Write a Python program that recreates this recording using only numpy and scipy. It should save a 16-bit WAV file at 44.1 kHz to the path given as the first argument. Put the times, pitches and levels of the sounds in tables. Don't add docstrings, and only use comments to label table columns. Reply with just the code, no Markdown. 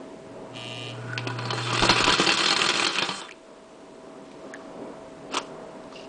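import sys
import numpy as np
from scipy import signal
from scipy.fft import rfft, irfft
from scipy.io import wavfile
from scipy.ndimage import uniform_filter1d, minimum_filter1d

SR = 44100
rng = np.random.default_rng(int(sys.argv[2]) if len(sys.argv) > 2 else 0)


def waveform_to_disk(signal):
    frames = np.transpose(np.atleast_2d(signal))
    scaled = np.clip(frames, -1, 1) * 32767
    samples = np.round(scaled).astype(np.int16)
    wavfile.write(sys.argv[1], SR, samples)


def gain_from_db(level_db):
    decades = np.asarray(level_db, float) / 20
    return 10 ** decades


N = 268128
TIME = np.arange(N) / SR


def unit(x):
    return x / np.sqrt(np.mean(x ** 2))


def gain(table):
    rows = np.array(table)
    return gain_from_db(np.interp(TIME, rows[:, 0], rows[:, 1], left=-150, right=-150))


def swell(rows, attack_s, release_s):
    total = 0
    for s, hold, db in rows:
        outside = np.maximum((s - TIME) / attack_s, (TIME - s - hold) / release_s)
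        total = total + gain_from_db(db - 20 * np.clip(outside, 0, 8))
    return total


def bumps(moments, width_s):
    return sum(np.exp(-((TIME - s) / width_s) ** 2) for s in moments)


def ring(x, hz, width_hz):
    return signal.lfilter(*signal.iirpeak(hz, hz / width_hz, fs=SR), x)


def band(x, lo_hz, hi_hz):
    return signal.sosfilt(signal.butter(3, [lo_hz, hi_hz], "band", fs=SR, output="sos"), x)


def colour(x, points):
    hz, db = np.transpose(points)
    grid = np.maximum(np.arange(2049) * SR / 4096, 1)
    cep = irfft(np.log(gain_from_db(np.interp(np.log(grid), np.log(hz), db))))
    cep[1:2048] *= 2
    cep[2049:] = 0
    return signal.fftconvolve(x, irfft(np.exp(rfft(cep))))[:len(x)]


def walk(rate):
    k = int(SR / rate)
    steps = np.repeat(rng.standard_normal(N // k + 1), k)
    return unit(uniform_filter1d(uniform_filter1d(steps, k), k)[:N])


def grit(per_s, scatter_db):
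    chance = rng.random((2, N))
    size = gain_from_db(scatter_db * np.minimum(-np.log(1 - chance[1]), 3))
    return unit((chance[0] < per_s / SR) * size * rng.standard_normal(N).clip(-2.5, 2.5))


def burst(decay_s, size=4096):
    return rng.standard_normal(size) * np.exp(-np.arange(size) / SR / decay_s)


def add(track, s, sound):
    i = int(s * SR)
    track[i:i + len(sound)] += sound[:N - i]


def strike(track, s, size):
    i, part = (s * SR).astype(int), s * SR % 1
    np.add.at(track, i, size * (1 - part))
    np.add.at(track, i + 1, size * part)


# f/Hz, spectral level/dB
ROOM_COLOUR = [(12, -41), (20, -18), (112, -21), (141, -8.5), (269, -2.5), (318, -5.5), (393, -3.5),
               (597, -7.5), (649, -10), (691, -11.5), (1010, -12.5), (1470, -21.5), (3000, -33.5),
               (3900, -68), (6600, -120)]
# f/Hz, width/Hz, level/dB
FAN_LINES = [(275.6, 2.5, -12), (393.3, 1.9, -15.5), (956, 3.7, -19)]
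# f/Hz, spectral level/dB
HISS_COLOUR = [(600, -27), (1500, 1), (3000, 1.5), (6000, -4), (8000, -4), (10000, -11), (13000, -63.5)]


def room():
    duck_from_s, duck_to_s, duck_db, recover_db_per_s = 2.8, 2.83, -9, 4.5
    bass_duck_db, bass_back_s, hiss_duck = -9.5, 1, 0.25
    rumble_db, mic_hiss_db = -41, -57.5
    since = np.maximum(TIME - duck_to_s, 0)
    onset = np.clip((TIME - duck_from_s) / (duck_to_s - duck_from_s), 0, 1)
    duck = np.minimum(duck_db * onset + recover_db_per_s * since, 0)
    air = colour(rng.standard_normal(N), ROOM_COLOUR)
    bass_db = bass_duck_db * onset * np.exp(-since / bass_back_s)
    air = air + ring(air, 150, 240) * (gain_from_db(bass_db) - 1)
    flicker = sum(ring(air, hz, 0.63 * hz) * (gain_from_db(1.85 * walk(9.2)) - 1) for hz in [120, 300, 600, 1200])
    tones = sum(gain_from_db(db) * unit(ring(rng.standard_normal(N), hz, width)) for hz, width, db in FAN_LINES)
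    fan_cycle = np.cumsum(647.6 + 1.66 * walk(8)) / SR
    tones = tones + gain_from_db(-7.5 + 0.66 * walk(12)) * np.sqrt(2) * np.sin(2 * np.pi * fan_cycle)
    hiss = unit(colour(rng.standard_normal(N), HISS_COLOUR))
    return (unit(air + flicker) + tones) * gain_from_db(rumble_db + duck) + hiss * gain_from_db(mic_hiss_db + hiss_duck * duck)


# t/s, hold/s, level/dB
SHAKE = [
    (1.82, 0.0082, -31),
    (1.892, 0.015, -35),
    (2.008, 0.1, -38.5),
    (2.2, 0.12, -56),
    (2.5, 0.028, -64),
]


def table_shake():
    return unit(band(rng.standard_normal(N), 8.5, 63)) * swell(SHAKE, 0.025, 0.047)


# t/s, peak level/dB, f/Hz, treble level/dB, treble f/Hz
TAPS = [(1.0837, -34, 1430, -23, 4030), (1.133, -18, 1480, -17, 5160), (3.215, -26.5, 900, 0.5, 3430),
        (3.222, -25, 510, -7, 3400), (3.285, -31, 1900, -6, 2700), (3.289, -36.5, 2320, -5, 2700),
        (3.292, -28, 1750, -8, 2800), (3.3105, -23.5, 2350, -8.5, 6100), (3.321, -29.5, 2450, -8, 3700),
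        (4.3152, -42, 2300, 1, 3200), (4.538, -19.5, 1690, -11.5, 6340), (4.5455, -24, 1730, -19, 3000),
        (4.556, -33, 1720, -12, 3000), (4.567, -40, 1800, -5, 3400), (4.911, -36, 1050, -24, 3550),
        (5.342, -17.5, 440, -4, 1500), (5.3456, -23.5, 1210, -4, 2880), (5.353, -18.5, 940, -3.5, 2980),
        (5.3685, -10, 970, -1, 2970), (5.377, -25, 1310, -4, 3100), (5.373, -19.5, 1090, -6.5, 2400),
        (5.383, -27, 1000, -3, 3000), (5.388, -28, 900, -17, 2700), (5.838, -38, 1110, -6.5, 3990),
        (5.9258, -29, 1140, -11, 4500)]


def taps():
    out = np.zeros(N)
    for s, db, hz, top_db, top_hz in TAPS:
        tone = ring(ring(burst(.0006) + .1 * burst(.007), hz, 280), hz, 420)
        tone = tone + .35 * ring(tone, hz, 60)
        snap = ring(burst(0.0027), top_hz, 710) + 0.16 * band(burst(0.0016), 1800, 8000)
        snap = snap / np.abs(snap).max() + 1.5 * band(burst(.00008), 700, 7000)
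        tap = 0.48 * tone / np.abs(tone).max() + gain_from_db(top_db) * snap / np.abs(snap).max()
        add(out, s, gain_from_db(db) * tap)
    return out


# t/s, hold/s, level/dB
SLIDE = [
    (5.312, 0.011, -48.5),
    (5.344, 0.013, -26),
    (5.41, 0.018, -45.5),
    (5.44, .03, -51),
]
# t/s, hold/s, level/dB
JERK = [
    (5.371, 0.015, -25.5),
    (5.394, 0.0076, -38),
]
# t/s, hold/s, level/dB
WHINE = [
    (5.957, 0.021, -46.5),
    (5.992, 0.011, -44.5),
    (6.018, .006, -54),
    (6.04, .012, -52),
]
# t/s, hold/s, level/dB
BRUSH = [
    (4.26, 0.39, -63),
    (5.93, 0.1, -52.5),
]
# f/Hz, spectral level/dB
PLATE_COLOUR = [(35, -47), (60, -24), (204, -46), (270, -10), (415, -5.5), (774, -14.5), (919, -7.5),
                (2080, -20), (2810, -16.5), (4510, -20), (5350, -17), (8410, -22), (10200, -44.5),
                (13300, -72.5), (22000, -120)]


def sliding_plate():
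    scrape = colour(grit(9000, 1.0), PLATE_COLOUR)
    scrape = scrape + 1.15 * ring(scrape, 2780, 430) + 0.91 * ring(scrape, 1340, 306)
    scrape = scrape * gain_from_db(1.0 * walk(120))
    push = swell(SLIDE, 0.023, 0.015) + swell(JERK, 0.0056, 0.0091)
    brush = band(grit(6000, 1.2), 2300, 5800)
    rasp = grit(6500, 1.2)
    whine = ring(ring(rasp, 2780, 170), 2960, 400) + .25 * ring(rasp, 4800, 200)
    whine = unit(whine + 0.1 * band(rasp, 2600, 5500)) * swell(WHINE, .008, .012)
    return whine + unit(scrape) * push + unit(brush) * swell(BRUSH, 0.028, .1)


# t/s, hum level/dB
HUM = [
    (0.2, -79.5),
    (0.27, -52.5),
    (0.45, -59),
    (0.53, -47),
    (1.15, -34.5),
    (1.87, -32),
    (2.29, -51),
    (2.82, -54.5),
    (2.9, -71),
]
# t/s, hold/s, level/dB
BUZZ = [
    (.562, 0.34, -38.5),
]
# t/s, hold/s, share level/dB
BUZZ_ROUGH = [
    (.66, .03, -1),
    (.735, .01, -9),
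    (.855, .05, -1),
]
# t/s, lag/ms
BUZZ_LAG = [(.53, -3.5), (.57, -1.6), (.68, -0.5), (.73, -1), (.75, -0.2), (.79, -1.2), (.84, -1.5),
            (.9, -2), (.93, -3.2)]
# f/Hz, spectral level/dB
BUZZ_COLOUR = [(880, -68), (1500, -38), (1660, -9), (1900, -4), (2060, -3), (2160, -33), (2620, -4.5),
               (2920, -1), (3340, -8), (4280, -8), (4700, -19.5), (7570, -21.5), (10000, -24.5),
               (13000, -67), (22000, -120)]
# f/Hz, width/Hz, level/dB
BUZZ_TREBLE = [(3720, 150, -5), (5320, 200, -11), (6500, 160, -15), (7280, 310, -13), (8500, 250, -15)]
# multiple of the hum [1], level/dB
BUZZ_ORDERS = [(6, -11), (10, -13), (15, -21), (17, -16)]


def motor():
    hum_hz = 119.9
    cycle = hum_hz * TIME
    hum = np.sqrt(2) * (np.sin(2 * np.pi * cycle) + gain_from_db(-22) * np.sin(4 * np.pi * cycle))
    beats = (np.arange(int(cycle[-1])) + 0.36) / hum_hz
    beats = beats + np.interp(beats, *np.transpose(BUZZ_LAG)) / 1000
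    chance = rng.standard_normal((len(beats), 3)).T
    polarity = np.arange(len(beats)) % 2
    uneven = swell(BUZZ_ROUGH, 0.042, 0.027)[(beats * SR).astype(int).clip(0, N - 1)]
    beats = beats + uneven * (.00011 * polarity + .00003 * chance[0])
    beats = beats + .00008 * walk(11)[(beats * SR).astype(int).clip(0, N - 1)]
    ticks, rebound, sharp = np.zeros((3, N + SR))
    strike(ticks, beats, gain_from_db(.9 * chance[1]))
    strike(ticks, beats - .00033, gain_from_db(-4 + chance[2]))
    strike(ticks, beats - .00068, gain_from_db(-10 + 2 * chance[0]))
    strike(rebound, beats + .0012 + .00004 * chance[2], gain_from_db(1.5 * chance[0]))
    strike(ticks, beats + .0018 + .00004 * uneven * chance[2], gain_from_db(-7))
    strike(ticks, beats + .0047 + .0001 * uneven * chance[1], gain_from_db(-15))
    strike(sharp, beats, gain_from_db(1.5 * chance[2]))
    breeze = gain_from_db(-41) * rng.standard_normal(N)
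    puff = signal.fftconvolve(ticks, np.hanning(90))[:N] + .5
    fizz = band(puff * rng.standard_normal(N), 4300, 9000)
    buzz = colour(band(ticks[:N], 600, 4800) + breeze + gain_from_db(-21) * fizz, BUZZ_COLOUR)
    buzz = unit(buzz + .6 * ring(buzz, 3050, 300) + 1.2 * ring(buzz, 2420, 130))
    buzz = unit(buzz + gain_from_db(-8.5) * unit(ring(ring(rebound[:N], 2500, 300), 2500, 340)))
    treble = sum(gain_from_db(db) * unit(ring(sharp[:N], hz, width)) for hz, width, db in BUZZ_TREBLE)
    windings = sum(gain_from_db(db) * np.sin(2 * np.pi * order * cycle) for order, db in BUZZ_ORDERS)
    buzz = buzz + gain_from_db(-9.5) * treble + windings
    return hum * gain(HUM) + buzz * swell(BUZZ, 0.034, 0.062)


# shuttle catch t/s, needle bar drop t/s, strength level/dB
STITCHES = [
    (1.7955, 1.896, -2),
    (2.0426, 2.1224, -4.5),
    (2.247, 2.314, -2),
    (2.435, 2.512, -3),
    (2.61, 2.687, 0),
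    (2.811, 2.867, -3),
    (2.983, 3.087, -4),
]


def moment(turn):
    catch_turn = .61
    turns = np.arange(len(STITCHES))[:, None] + [catch_turn - 1, 0]
    return np.interp(turn, turns.ravel(), np.array(STITCHES)[:, :2].ravel())


def squeal(rows, hz, waver_hz, patchy_db, scrape_db, sag=.045):
    knots = []
    for s, hold, _ in rows:
        knots += [(s - .045, 0), (s, 1), (s + hold + .012, 0)]
    pull = np.interp(TIME, *np.array(sorted(knots)).T)
    pitch = hz * (1 + sag * (pull - .5)) + waver_hz * walk(90)
    tone = np.sqrt(2) * np.sin(2 * np.pi * np.cumsum(pitch) / SR) * gain_from_db(patchy_db * walk(140))
    scrape = unit(ring(grit(8000, 1), hz, 130))
    return (tone + gain_from_db(scrape_db) * scrape) * swell(rows, 0.03, 0.017)


# t/s, hold/s, level/dB
SQUEAL_LOW = [
    (.965, 0.071, -53.5),
    (1.06, 0.023, -48.5),
    (1.1, 0.069, -39.5),
    (1.21, 0.0384, -47.5),
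    (1.3, 0.017, -40),
    (1.4, 0.042, -46),
]
SQUEAL_MID = [
    (1.505, 0.013, -56),
    (1.6, 0.0748, -51),
    (3.1, 0.11, -48.5),
]
SQUEAL_HIGH = [
    (1.395, .075, -50),
    (1.51, 0.04, -43),
    (1.585, .05, -40.5),
               (3.1, .09, -46),
]
# t/s, hold/s, level/dB
SQUEAL_FIRST = [
    (1.845, .04, -34.5),
    (2.1, 0.014, -37),
    (2.665, 0.017, -35),
    (2.85, .012, -37),
]
# t/s, hold/s, level/dB
SQUEAL_END = [
    (1.635, 0.055, -40.5),
    (3.2, 0.069, -52.5),
]


def bearings():
    def sing(db):
        return [(moment(k), moment(k + .145) - moment(k), db + STITCHES[k][2]) for k in range(len(STITCHES) - 1)]

    low = squeal(SQUEAL_LOW, 1470, 25.3, patchy_db=2.0, scrape_db=-5, sag=.02)
    mid = squeal(SQUEAL_MID + sing(-43), 3125, 32, patchy_db=3, scrape_db=-6)
    high = squeal(SQUEAL_HIGH + sing(-31.5), 4215, 28, patchy_db=2.5, scrape_db=-8)
    high = high + squeal(SQUEAL_FIRST, 4240, 25, patchy_db=5.0, scrape_db=-6.5, sag=0.0089)
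    return low + mid + high + squeal(SQUEAL_END, 3500, 40, patchy_db=2.5, scrape_db=-2, sag=0.012)


# f/Hz, spectral level/dB
IRON_COLOUR = [(71, -21), (120, -7), (191, -0.5), (226, -10), (334, 1), (394, 1), (639, -7), (980, -2),
               (1560, 5.5), (1810, -0.5), (2630, 0.5), (4260, 3.5), (6060, -3.5), (8470, -21), (10200, -86),
               (13300, -43.5), (22000, -120)]
# f/Hz, width/Hz, level/dB
IRON_MODES = [(177, 12, -21), (337, 23, -15), (800.4, 25, -6), (996, 18, -4), (1162, 130, -14),
              (1480, 180, -43.5), (1996, 55, -12), (2520, 210, -7), (2715, 150, -5.5), (3130, 140, -2),
              (3500, 110, -12), (4230, 170, -9.5), (5200, 15, -4.5), (6840, 79, 6.5)]


def iron(x, modes_db, patchy_db):
    broad = colour(x, IRON_COLOUR)
    modes = 0
    for hz, width, db in IRON_MODES:
        coupling = gain_from_db(patchy_db * min(hz / 2000, 1) * walk(25.17))
        modes = modes + gain_from_db(db) * ring(broad * coupling, hz, width)
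    return broad + gain_from_db(modes_db) * modes


# t/s, bright level/dB
RUB = [
    (0.9, -58.5),
    (1.15, -53),
    (1.53, -41),
    (1.81, -26.5),
    (1.96, -25),
    (2.88, -28),
    (3.06, -30.5),
    (3.26, -53.5),
    (3.32, -61),
]
# f/Hz, spectral level/dB
RUB_HISS = [(4000, -4.5), (5200, 6.5), (6300, 1.5), (7200, 6.5), (8400, 5.5), (9300, -3), (10200, -26)]
# t/s, hold/s, level/dB
BELT_SLIP = [
    (1.58, 0.07, -44.5),
    (3.16, 0.044, -47.5),
]
HARD_S = [1.177, 1.795, 2.042, 2.617, 2.6895, 2.7964, 2.9846]


def rubbing():
    slack = moment(np.arange(len(STITCHES) - 1) + .235)
    flights = [row[0] - .008 for row in BLOWS + stitching()]
    load_db = -4 * bumps(slack, 0.012) - 1 * bumps(flights, 0.0038)
    load_db = load_db - 2 * bumps(np.array(HARD_S) - 0.0033, 0.0031)
    chatter = sum((TIME > s) * np.exp(-np.abs(TIME - s) / 0.01) for s, *_ in CAMS)
    load = gain_from_db(load_db + 3 * chatter - 1.5)
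    effort = gain(RUB) / gain_from_db(-26)
    running = effort > 1e-4
    contact = iron(grit(7000, 1.7) * gain_from_db(1.3 * walk(130)), modes_db=9, patchy_db=2.5)
    bright = unit(band(contact, 2270, 6420)) * gain_from_db(1.0 * walk(50)) * gain(RUB)
    body = unit(band(contact, 130, 1446)) * gain_from_db(-26 + 1.26 * walk(35.1)) * effort ** 0.68
    hiss_gain = gain_from_db(-35.5) * effort ** 0.92 + swell(BELT_SLIP, 0.035, 0.017)
    hiss = unit(colour(grit(12000, 1.3), RUB_HISS)) * gain_from_db(2.7 * walk(24)) * hiss_gain
    return load * running * (bright + body + hiss)


# t/s, peak level/dB, knock level/dB, f/Hz
CAMS = [(1.9138, -14, -5, 1440), (1.9592, -16.5, -5, 3410), (1.983, -15.5, -13, 3180),
        (2.0058, -16, -4.5, 1370), (2.0417, -6.5, -25.5, 2500), (2.068, -14, -7.5, 2470),
        (2.0772, -12, -2, 1270), (2.0926, -11.5, -5, 2450), (2.1017, -10.5, -22, 1570),
        (2.1236, -5.5, -16, 3170), (2.1369, -8.5, -13.5, 1400), (2.1853, -14.5, -30, 3060),
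        (2.1984, -12, 0, 2990), (2.2157, -11.5, -23.5, 1205), (2.2433, -15, -25, 1390),
        (2.2703, -10, -7.5, 4700), (2.2904, -8, -13, 2530), (2.3183, -6, -27.5, 4440),
        (2.338, -11, -17.5, 3100), (2.372, -11, -15, 3260), (2.388, -18, -20, 3100),
        (2.4065, -13, -31, 1970), (2.4345, -12, -20.5, 1360), (2.4581, -7, -15, 3090),
        (2.4838, -11, -24, 3800), (2.5061, -6.5, -17.5, 4370), (2.526, -16.5, -26.5, 4260),
        (2.5633, -8, -25, 3600), (2.5914, -13, -16, 1170), (2.617, -6, -23, 2550), (2.6419, -19, -10, 1620),
        (2.6625, -11.5, -10.5, 1240), (2.6888, -5, -22, 3270), (2.6998, -11.5, -23.5, 4230),
        (2.7383, -12, -17, 3500), (2.756, -20.5, -18, 3210), (2.7728, -13.5, -18, 4280),
        (2.7966, -9, -21.5, 2310), (2.8247, -24, -15, 3200), (2.8454, -11, -26, 1280),
        (2.8664, -6, -17.5, 3130)]


def stitching():
    return [(*row, -12.5) for row in CAMS]


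# t/s, peak level/dB, knock level/dB, f/Hz, rattle level/dB
BLOWS = [(1.177, -12, -15.5, 2320, -39), (1.191, -25, -9, 2500, -19), (1.271, -17.5, -3, 2520, -16.5),
         (1.301, -27.5, 2, 1490, -18), (1.3873, -23, -1.5, 2480, -29), (1.4536, -22.5, -5.5, 4560, -29),
         (1.5051, -12, -8, 3050, -26.5), (1.5306, -23, 2, 1710, -4), (1.577, -24, 0, 1630, -7),
         (1.7282, -19.5, 0, 1430, -3), (1.794, -8, -32, 1440, -24.5), (1.8223, -7.5, -6.5, 3500, -32),
         (1.832, -14, 5, 840, -26.5), (1.8524, -12, -4.5, 4370, -8), (1.892, -3.5, -6, 4230, -20),
         (1.9, -7.5, -19, 1390, -22), (1.907, -6.5, -11.5, 4370, -20), (2.897, -44, -16, 4200, -18),
         (2.9551, -16, -28, 2520, -9), (2.985, -8.5, -26, 2460, -15), (3.022, -7.5, -11.5, 3620, -27),
         (3.09, -12.5, -9.5, 3010, -33), (3.1099, -23.5, -3, 1400, -34)]


def blows():
    crack, part, knock, spit = np.zeros((4, N))
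    for s, db, low_db, hz, top_db in BLOWS + stitching():
        hard = np.abs(s - np.array(HARD_S)).min() < .004
        rise_s = .0007 if hard else .0036
        rise = 1 - np.exp(-np.arange(4096) / SR / rise_s)
        hit = rise ** .8 * (burst(.0026) + .18 * burst(.009))
        hit = hit / np.abs(hit).max()
        hit[60] += .7 + 1.1 * hard
        s = s - .0008
        add(crack, s, gain_from_db(db) * hit / np.abs(band(hit, 1500, 6000)).max())
        tone = ring(hit, hz, 81)
        add(part, s, gain_from_db(db) * tone / np.abs(tone).max())
        add(knock, s, gain_from_db(db + low_db) * .33 * unit(burst(.009)[:1200]))
        add(spit, s, gain_from_db(db + top_db) * rise * burst(.011))
    crack = band(iron(crack, modes_db=-5, patchy_db=1), 1284, 5900)
    thump = ring(knock, 190, 28) + ring(knock, 298, 60)
    knock = band(iron(knock, modes_db=13.0, patchy_db=1.5), 77, 1010) + thump
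    return gain_from_db(-3.5) * crack + gain_from_db(-9) * part + gain_from_db(11.5) * knock + gain_from_db(0.5) * band(spit, 4200, 8330)


def thin_treble(x, margin_db, from_hz):
    hz, _, spec = signal.stft(x, SR, nperseg=256)
    bands = spec[:128].reshape(32, 4, -1)
    db = 10 * np.log10((np.abs(bands) ** 2).sum(axis=1) + 1e-20)
    near = -minimum_filter1d(-uniform_filter1d(db, size=3, axis=1), size=11, axis=1)
    need = margin_db + 6.2 * np.clip(from_hz - hz[:128:4], 0, None)[:, None] / 1000
    need = need - 0.1 * np.clip(uniform_filter1d(db.max(axis=0), size=30) + 49.5, 0, 30)
    held = uniform_filter1d((db < near - need) * 1., size=3, axis=1) > .3
    spec[:128] *= np.repeat(1 - .97 * held, 4, axis=0)
    return signal.istft(spec, SR, nperseg=256)[1][:N]


def scene():
    tapping = taps() + sliding_plate()
    near = motor() + rubbing() + bearings() + blows() + .4 * tapping
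    tail = signal.fftconvolve(near, burst(0.057, size=12000))[:N]
    return (near + 0.63 * tapping + gain_from_db(-42.5) * tail + table_shake() + room())[None]


def top_cut(x):
    return signal.sosfilt(signal.butter(12, 10350, fs=SR, output="sos"), x)


def record(dry):
    soft = np.tanh(1.523 * dry[0]) / 1.72
    thin = thin_treble(soft, margin_db=9.5, from_hz=5400)
    cut = signal.sosfilt(signal.ellip(8, .2, 70, 10150, fs=SR, output="sos"), thin)
    return top_cut(cut[None])


dry = scene()
out = record(dry)
waveform_to_disk(out)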